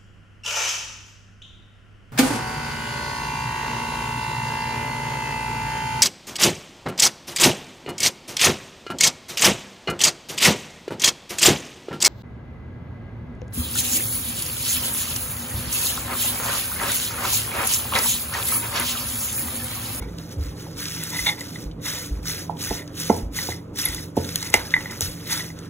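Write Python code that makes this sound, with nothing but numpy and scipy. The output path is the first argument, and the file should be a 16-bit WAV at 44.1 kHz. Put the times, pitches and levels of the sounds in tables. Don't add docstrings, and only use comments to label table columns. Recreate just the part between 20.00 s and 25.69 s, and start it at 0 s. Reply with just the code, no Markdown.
import sys
import numpy as np
from scipy import signal
from scipy.fft import rfft, irfft, next_fast_len
from scipy.io import wavfile
from scipy.ndimage import uniform_filter1d

SR = 44100
rng = np.random.default_rng(int(sys.argv[2]) if len(sys.argv) > 2 else 0)


def dump(signal):
    limited = np.clip(np.atleast_2d(signal).T, -1, 1)
    pcm = np.round(limited * 32767).astype(np.int16)
    wavfile.write(sys.argv[1], SR, pcm)


N = 250973

# peak t/s, rise time/s, peak level/dB, hold time/s,
# level at the end of the hold/dB, dullness/dB (extra level below about 3 kHz)
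STIR_STROKES = [(0.026, 0.034, -43.5, 0.029, -55, 8), (0.092, 0.068, -50.5, 0.073, -53, 7),
                (0.203, 0.092, -43.5, 0.097, -52, 0.5), (0.334, 0.1, -40.5, 0.013, -51, 0),
                (0.453, 0.18, -41.5, 0.061, -46, 4.5), (0.598, 0.098, -41, 0.18, -50, 3.5),
                (0.805, 0.086, -29.5, 0.39, -34, -0.5), (1.207, 0.19, -26.5, 0.093, -29, -5),
                (1.416, 0.16, -37.5, 0.21, -41.5, 0), (1.881, 0.11, -25, 0.18, -35, -0.5),
                (2.163, 0.11, -47.5, 0.037, -54, 7), (2.293, 0.11, -26, 0.13, -35.5, -1.5),
                (2.51, 0.06, -52, 0.038, -58, 7), (2.638, 0.12, -27.5, 0.13, -32.5, -2),
                (2.88, 0.065, -57.5, 0.07, -56, 22), (3.018, 0.14, -26.5, 0.17, -37.5, -2.5),
                (3.38, 0.09, -25.5, 0.13, -30.5, -2.5), (3.794, 0.076, -23, 0.24, -38.5, -2.5),
                (4.179, 0.052, -35.5, 0.29, -32.5, -0.5), (4.547, 0.049, -25, 0.091, -41.5, 6.5),
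                (4.66, 0.064, -36, 0.22, -42, 3.5), (4.914, 0.033, -37, 0.072, -38.5, 2),
                (5.016, 0.012, -22, 0.19, -47, -3.5), (5.204, 0.086, -44.5, 0.075, -35.5, 3),
                (5.325, 0.1, -22.5, 0.16, -39.5, -0.5), (5.585, 0.11, -49.5, 0.079, -50.5, 12)]
# f/Hz, relative density level/dB per Hz
LEAF_SPECTRUM = [(300, -43), (700, -22.5), (1400, 2.5), (2500, -4), (3800, 2.5), (6000, 4.5), (7500, -3),
                 (9500, -0.5), (15000, -4.5)]
# t/s, peak level/dB, centre f/Hz, t60/ms
STEM_SNAPS = [(0.1853, -25.5, 3700, 10), (0.293, -31.5, 6000, 8.6), (.6265, -30.5, 6400, 8),
              (.7783, -27, 7960, 14), (.8004, -34, 5860, 11), (.83, -26, 4470, 6), (.856, -16.5, 3850, 14),
              (.884, -18, 5000, 18), (.904, -23, 6500, 7), (.921, -21, 4000, 11), (.933, -29, 4500, 7.3),
              (1.037, -13.5, 8900, 9.7), (1.079, -30, 6000, 7.2), (1.1044, -18, 9050, 8),
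              (1.1837, -24, 5200, 13), (1.408, -19.5, 5860, 19), (1.713, -38, 3750, 47),
              (1.952, -29, 6000, 9), (2.2752, -17, 5340, 8), (2.5711, -32, 2980, 11),
              (2.6489, -14, 6100, 9), (2.6923, -18, 6100, 11), (2.8773, -30, 5260, 19),
              (3.0006, -15, 6500, 14), (3.3737, -33, 6000, 9), (3.388, -30, 6000, 7.4),
              (3.774, -19, 5940, 9.2), (3.887, -13, 9050, 6.5), (3.9466, -14, 9500, 15),
              (4.1679, -24, 9800, 7.5), (4.2497, -25, 3500, 14), (4.2906, -18.5, 3560, 20),
              (4.3582, -6, 10000, 6), (4.3584, -5.5, 4160, 13), (4.4278, -15.5, 5500, 20),
              (4.501, -21, 9400, 21), (4.531, -22, 5000, 25), (4.541, 4.5, 5300, 12),
              (4.707, -23, 4830, 18), (4.74, -19, 3470, 9), (4.808, -25, 5000, 7), (4.91, -21, 5330, 26),
              (5.0087, -3.5, 8700, 5.6), (5.331, -9.5, 7600, 8.9), (5.589, -30.5, 5300, 17),
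              (5.656, -37, 9000, 9)]
# f/Hz, relative level/dB, free t60/s
WALL_MODES = [(900, -20, 0.032), (970, -13.5, 0.013), (1420, -16, 0.015), (1875, -10, 0.021),
              (2006, -2, 0.033), (2120, -25, 0.048), (2276, -39, 0.057), (2460, -29, 0.011),
              (2820, -26, 0.02), (3484, -5.5, 0.014), (3585, -25, 0.04), (3750, -19, 0.046),
              (4240, -24.5, 0.034)]
# start t/s, length/s, level/dB, lift of the upper modes/dB
EDGE_SCRAPES = [(0, 0.061, -53, -2), (0.965, 0.053, -43, 2), (1.065, 0.073, -46, -3),
                (1.141, 0.022, -34.5, -1), (1.272, 0.0083, -25.5, 4.5), (1.383, 0.024, -42, -7),
                (1.863, 0.13, -41, 1), (2.3, 0.074, -46, -13), (2.672, 0.13, -42.5, -2.5),
                (3.48, 0.087, -50, 1), (3.856, 0.076, -39.5, 3), (4.447, 0.14, -42, -13),
                (4.813, 0.12, -43, -13), (5.303, 0.093, -37, 2)]
# t/s, peak level/dB, main ring f/Hz, lift of the lower, side and upper modes/dB each,
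# contact time/ms, ring length/share of the free t60
METAL_TAPS = [(0.024, -30.5, 2195, 16, 18, -9, 3.6, 0.86), (.048, -42, 2260, 8, 5, -3, 5.4, 1),
              (.088, -38, 1970, 12, 5, 8, 3.3, 1), (1.162, -22.5, 2000, 3, -4, -7, 2.2, 1),
              (1.192, -18, 2016, -5, -4, -10, 3.9, 0.91), (1.263, -17, 2170, 3, 5, 18, 2.8, 0.76),
              (1.270, -8, 2163, -7, 5, 11, 3.33, 0.62), (1.280, -12, 2150, 14, 5, 26, 1.65, 0.64),
              (1.291, -7.5, 2094, -2, 11, 8.5, 3.6, 0.57), (1.297, -13, 2200, 5, 5, 12, 2, .5),
              (1.307, -35, 2180, 5, 4, -4, 2.5, .8), (1.412, -25, 2010, -1, -1, -2, 2.4, 1),
              (1.559, -23.5, 1990, 3, -2, 3.5, 2, 1), (2.298, -24.5, 2010, -2, 8, 5, 2.2, 1),
              (2.707, -30, 1960, -2, 0, -2, 1.56, 0.88), (3.097, -21.5, 2030, 16, 17, -5, 2.1, 0.91),
              (3.3884, -16, 1965, 1, 9, -15, 1.4, 0.56), (3.5214, -23.5, 2020, -2, -3, -7, 2, 0.91),
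              (3.84, -32, 1945, 0, -11, -13, 3.2, 1), (3.86, -17.5, 2090, -3, -2, 10, 2.5, 0.65),
              (3.885, -25, 1940, -6, -11, -3, 3.8, 1), (3.983, -28, 1990, 2, 1, -5, 4.3, 1),
              (4.427, -27.5, 2000, 11, 13, -1, 1.1, 0.87), (4.5412, -0.5, 2032, 2.5, 21.5, -13, 1.79, 0.61),
              (4.592, -24, 2024, 1, 3, -8, 4, 0.74), (4.74, -1, 2002, -6, 1, -8.5, 1.09, 1),
              (4.765, -11.5, 1973, -1, -9, -16, 1, 0.97), (4.778, -19, 1970, -5, -9, -14, 2.6, 1),
              (4.808, -24.5, 2010, 12, 18, -3, 1.6, 0.91), (4.8589, -21, 1974, 6, -7, -7, 2.1, 0.57),
              (5.312, -41, 2000, -3, 3, 10, 3.1, .7), (5.326, -21, 1940, 10, 0, 3, 2.5, 0.47),
              (5.372, -31, 1980, -5, 5, 12, 2.6, 0.49), (5.406, -23.5, 1940, -9, 0, -8, 3, .7),
              (5.503, -31.5, 2010, 2, 7, -1, 2, 1)]
# t/s, peak level/dB, start f/Hz, end f/Hz, length/s
WET_SQUEAK = (3.8505, -12, 11800, 10600, .0105)
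# f/Hz, relative level/dB, t60/s
BASE_MODES = [(206.7, 3.5, 0.028), (245.7, -8.5, 0.041), (295, -3, 0.029), (387, -2, 0.023),
              (490, -5, 0.024), (588, -12, .025), (703, -11, 0.029), (837, 0, 0.018), (954, -10.5, 0.023),
              (1044, -21.5, 0.032), (1330, -35, 0.039), (1376, -27.5, 0.028)]
# t/s, peak level/dB, favoured f/Hz, fall away from it/dB per octave squared,
# contact time/ms
BOWL_KNOCKS = [(.026, -39.5, 940, 14, 3.3), (0.665, -36, 800, 13, 1.8), (2.495, -16, 800, 11, 0.6),
               (2.707, -16, 345, 3.5, 2.6), (3.096, -2.5, 436, 1, 4.8), (3.486, -16.5, 400, 5.5, 0.97),
               (4.168, -6, 350, 6, 3.1), (4.196, -24, 300, 2, 3), (4.541, -8.5, 490, 10, 1),
               (5.007, -26.5, 490, 7, 2.4)]
# t/s, peak level/dB, f/Hz, t60/ms
COUNTER_THUMPS = [(.004, -25, 54, 500), (0.362, -24, 90.3, 120), (0.385, -18, 74.3, 150),
                  (0.44, -26.5, 54.7, 300), (0.771, -37, 63, 250), (1.199, -31.5, 54, 240),
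                  (1.649, -25, 49.6, 400), (2.1, -18.5, 52.4, 450), (2.693, -26, 48, 230),
                  (3.107, -25.5, 88, 530), (3.222, -22, 51.2, 360), (3.485, -27.5, 85, 190),
                  (3.879, -28, 53.2, 490), (4.174, -20.5, 90.2, 330), (4.562, -32, 60.4, 360),
                  (5.021, -24, 93, 140), (5.07, -32, 46, 170)]
# f/Hz, relative density level/dB per Hz
ROOM_SPECTRUM = [(20, -43), (45, -4.5), (80, -5.5), (200, -3.5), (500, -8), (700, -20), (1300, -23),
                 (1800, -38), (5000, -47), (16000, -82)]
# f/Hz, steady level/dB, waver bandwidth/Hz, waver level/dB
APPLIANCE_TONES = [(92.8, -46, 3.2, -57), (118.4, -46, 8.9, -67), (163.7, -49.5, 9.2, -42),
                   (289.8, -51, 18.5, -46.5)]
# f/Hz, t60/s
ECHO_DECAY = [(200, 0.29), (600, 0.36), (1000, 0.29), (4000, 0.035), (12000, 0.095)]
# f/Hz, lead of the left/rad
PORT_LEAD = [(0, 0), (2000, .8), (3700, 1.6), (4750, 3.14), (8950, 9.42), (13200, 15.7), (17000, 21.3)]
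# f/Hz, left minus right level/dB
PORT_TILT = [(60, -.5), (300, -2), (800, -3), (1800, -1), (4000, 0)]

RISE_DB, PUSH_DB, PUSH_S = 57.5, 2.5, 0.01
RELEASE_DB_PER_S, SETTLE_DB, SETTLE_DB_PER_S = 247, -26, 117
STILL_DB, STILL_DULL_DB = -71, 6
SQUELCH_DB, BRUSH_DB = -11.5, -21.5
SNAP_WIDTH, SNAP_WIDENS_PER_DB = 1.3, 0.02
GRIP_DB_PER_S, LET_GO_DB_PER_S = 423, 324
MAIN_HZ, UPPER_HZ = 2000, 3100
KNOCK_RISE_CYCLES, THUMP_RISE_MS = 1.7, 12
ROOM_DB = -41.5
EDGE_HZ = 15750


def leaves():
    def shape(hz, t):
        spectrum_db = read(LEAF_SPECTRUM, hz)
        if t is None:
            return spectrum_db
        return spectrum_db + stirring(t)[1] / (1 + (hz / 3000) ** 4)

    sizes = gain_of(5.5 * np.minimum(rng.exponential(1, N), 2.6))
    impulses = sizes * (rng.random(N) < 260 / SR)
    decay = np.exp(-1 / (0.00093 * SR))
    crackle = signal.lfilter([1], [1, -decay], impulses)
    hiss = noise(shape, size=256, patchy_db=2.5, flicker_db=1.43) * (1 + 0.13 * crackle)
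    return evened(hiss) * gain_of(slow(stirring)[0])


def stirring(t):
    s, rise, db, hold, end_db, dull_db = np.transpose(STIR_STROKES)[:, :, None]
    before = np.maximum(s - t, 0)
    since = np.maximum(t - s, 0)
    after = np.maximum(t - s - hold, 0)
    level = db - RISE_DB * (before / rise) ** 1.7
    level = level - PUSH_DB * (1 - np.exp(-since / PUSH_S))
    level = level + (end_db - db + PUSH_DB) * np.minimum(since / hold, 1)
    level = level + np.maximum(-RELEASE_DB_PER_S * after, SETTLE_DB - SETTLE_DB_PER_S * after)
    levels = np.vstack([np.maximum(level, -150), STILL_DB + 0 * t])
    return blend(levels, np.vstack([dull_db, [STILL_DULL_DB]]))


def squelches():
    sizes = gain_of(3.5 * np.minimum(rng.exponential(1, N), 3))
    impulses = sizes * (rng.random(N) < 500 / SR)
    pitches = np.geomspace(1900, 11000, 16)
    which = rng.integers(0, len(pitches), N)
    pops = sum(evened(resonate(impulses * (which == k), hz, 0.11 * hz)) for k, hz in enumerate(pitches))
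    return evened(pops) * gain_of(slow(stirring)[0] + SQUELCH_DB)


def snaps():
    out, t = np.zeros(N), np.arange(2048) / SR
    draws = rng.standard_normal((len(STEM_SNAPS), 2048))
    for (s, db, hz, t60_ms), draw in zip(STEM_SNAPS, draws):
        width = hz * max(SNAP_WIDTH + SNAP_WIDENS_PER_DB * db, 0.3)
        band = resonate(resonate(draw, hz, width), hz, width)
        no_bass = signal.butter(3, 0.35 * hz, "highpass", fs=SR, output="sos")
        burst = signal.sosfilt(no_bass, band)
        attack = np.minimum(t / 0.00028, 1)
        decay = gain_of(-60 * 1000 * t / t60_ms)
        add(out, s - 0.0004, peaked(burst * attack * decay, db))
    return out


def scrape():
    db, upper_db = slow(dragging)
    unevenness = evened(uniform_filter1d(rng.standard_normal(N), size=500))
    slips = rng.standard_normal(N) * gain_of(4.2 * unevenness)
    modes = np.array([gain_of(d) * evened(resonate(slips, hz, 1.7 / t60)) for hz, d, t60 in WALL_MODES])
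    upper = np.transpose(WALL_MODES)[0] > 1.05 * MAIN_HZ
    ringing = modes[~upper].sum(0) + modes[upper].sum(0) * gain_of(upper_db)
    return ringing * gain_of(db)


def dragging(t):
    s, length, db, upper_db = np.transpose(EDGE_SCRAPES)[:, :, None]
    level = db - GRIP_DB_PER_S * np.maximum(s - t, 0)
    level = level - LET_GO_DB_PER_S * np.maximum(t - s - length, 0)
    levels = np.vstack([np.maximum(level, -150), stirring(t)[0] + BRUSH_DB])
    return blend(levels, np.vstack([upper_db, [0]]))


def taps():
    out = np.zeros(N)
    hz, mode_db, t60 = np.transpose(WALL_MODES)[:, :, None]
    lower = hz < 0.8 * MAIN_HZ
    upper = hz > UPPER_HZ
    side = ~upper & (hz > 1.12 * MAIN_HZ)
    main = ~(lower | side | upper)
    draws = rng.random((len(METAL_TAPS), len(WALL_MODES), 1))
    for tap, draw in zip(METAL_TAPS, draws):
        s, db, main_hz, lower_db, side_db, upper_db, contact_ms, share = tap
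        contact = contact_ms / 1000
        lift_db = lower * lower_db + side * side_db + upper * upper_db
        tuned_hz = np.where(main, hz * main_hz / MAIN_HZ, hz)
        sound = ring(tuned_hz, mode_db + lift_db, t60 * max(share, 0.2), 0.6 * draw, contact)
        add(out, s - contact, peaked(sound, db))
    return out


def squeak():
    s, db, hz, end_hz, length = WET_SQUEAK
    count, out = round(length * SR), np.zeros(N)
    turns = np.cumsum(np.linspace(hz, end_hz, count)) / SR
    whistle = np.sin(2 * np.pi * turns) * signal.windows.tukey(count, 0.7)
    add(out, s, gain_of(db) * whistle)
    return out


def knocks():
    out = np.zeros(N)
    mode_hz, mode_db, t60 = np.transpose(BASE_MODES)[:, :, None]
    draws = rng.random((len(BOWL_KNOCKS), len(BASE_MODES), 1))
    for (s, db, hz, fall_db, contact_ms), phases in zip(BOWL_KNOCKS, draws):
        favoured_db = mode_db - abs(fall_db) * np.log2(mode_hz / hz) ** 2
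        rise = contact_ms / 1000 + KNOCK_RISE_CYCLES / mode_hz
        add(out, s, peaked(ring(mode_hz, favoured_db, t60, 0.5 * phases, rise), db))
    return out


def thumps():
    out, t = np.zeros(N), np.arange(SR // 2) / SR
    swell = 1 - np.exp(-(1000 * t / THUMP_RISE_MS) ** 2)
    draws = rng.random((len(COUNTER_THUMPS), 2))
    for (s, db, hz, t60_ms), (phase, detune) in zip(COUNTER_THUMPS, draws):
        second_hz = hz * (1.183 + 0.33 * detune)
        swing = np.sin(2 * np.pi * hz * t) + 0.47 * np.sin(2 * np.pi * (second_hz * t + phase))
        add(out, s, peaked(swing * swell * gain_of(-60 * 1000 * t / t60_ms), db))
    return out


def room():
    t, hum = np.arange(N) / SR, np.zeros(N)
    for hz, db, width, waver_db in APPLIANCE_TONES:
        hum += gain_of(db) * np.sqrt(2) * np.sin(2 * np.pi * (hz * t + rng.random()))
        hum += gain_of(waver_db) * evened(resonate(rng.standard_normal(N), hz, width))
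    air = noise(lambda hz, t: read(ROOM_SPECTRUM, hz), size=2048, patchy_db=2.0, flicker_db=1.34)
    return gain_of(ROOM_DB) * evened(air) + hum


def echo(x):
    sparse = np.zeros(SR // 2)
    at = np.arange(200, SR // 2 - 20, 20) + rng.integers(0, 20, (SR // 2 - 201) // 20)
    sparse[at] = rng.choice([-1.0, 1.0], len(at))
    hz, t, spectra = signal.stft(sparse, SR, nperseg=256)
    decay = gain_of(-60 * t / read(ECHO_DECAY, hz)[:, None])
    tail = signal.istft(spectra * decay, SR, nperseg=256)[1]
    return signal.fftconvolve(x, tail / np.linalg.norm(tail))[:N]


def ports(x):
    size = next_fast_len(N + 4096)
    hz = np.fft.rfftfreq(size, 1 / SR)
    lead = np.interp(hz, *np.transpose(PORT_LEAD))
    half = np.exp(0.5j * lead) * gain_of(read(PORT_TILT, hz) / 2)
    return irfft(rfft(x, size) * np.array([half, 1 / half]), size)[:, :N]


def noise(db_of, size, patchy_db, flicker_db):
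    frames, hz = 4 * N // size + 5, np.fft.rfftfreq(size, 1 / SR)
    real, imaginary, patches = rng.standard_normal((frames, len(hz), 3)).T
    patches = uniform_filter1d(patches, size=5, axis=0)
    patches = evened(uniform_filter1d(patches, size=7, axis=1))
    flicker = evened(uniform_filter1d(rng.standard_normal(frames), size=3))
    db = db_of(hz[:, None], np.arange(frames) * size / 4 / SR)
    db = db + patchy_db * patches + flicker_db * flicker
    total_power = np.sum(gain_of(2 * db_of(hz, None)))
    spectra = (real + 1j * imaginary) * gain_of(db) / np.sqrt(total_power)
    return signal.istft(spectra, nperseg=size, noverlap=3 * size // 4)[1][:N]


def resonate(x, hz, width):
    pole = np.exp((2j * np.pi * hz - np.pi * width) / SR)
    return 2 * signal.lfilter([1 - abs(pole)], [1, -pole], x).real


def ring(hz, db, t60, phases, rise):
    t = np.arange(SR // 6) / SR
    swell = 1 - np.exp(-(t / rise) ** 2)
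    decay = gain_of(db - 60 * t / t60)
    return np.sum(swell * decay * np.sin(2 * np.pi * (hz * t + phases)), axis=0)


def blend(db, colour_db):
    power = gain_of(2 * db)
    total = power.sum(0)
    return 10 * np.log10(total), (power * colour_db).sum(0) / total


def slow(control):
    t = np.arange(0, N / SR + 0.002, 0.002)
    return [np.interp(np.arange(N) / SR, t, v) for v in control(t)]


def gain_of(db):
    return 10 ** (np.asarray(db) / 20)


def evened(x):
    return x / np.sqrt(np.mean(x ** 2) + 1e-20)


def peaked(x, db):
    return gain_of(db) * x / np.abs(x).max()


def read(points, hz):
    f, value = np.transpose(points)
    return np.interp(np.log(hz + 1), np.log(f + 1), value)


def add(mix, s, sound):
    part = mix[round(s * SR):][:len(sound)]
    part += sound[:len(part)]


def scene():
    knock = knocks()
    bowl = leaves() + squelches() + scrape() + taps() + snaps() + squeak()
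    near = bowl + knock + thumps() + room()
    near = near + gain_of(-13.5) * echo(bowl) + gain_of(-14.5) * echo(knock)
    loose = gain_of(-19.0) * echo(bowl) + gain_of(-14.5) * echo(knock)
    loose = loose + gain_of(-6.0) * knock + gain_of(-1.5) * room()
    mids = signal.butter(2, [450, 2500], "bandpass", fs=SR, output="sos")
    loose = signal.sosfilt(mids, loose)
    return ports(near) + loose * np.array([[-0.6], [1]])


def record(dry):
    lowpass = signal.firwin(511, EDGE_HZ, window=("kaiser", 9), fs=SR)
    return signal.oaconvolve(np.clip(dry, -1, 1), lowpass[None], "same")


dry = scene()
out = record(dry)
dump(out)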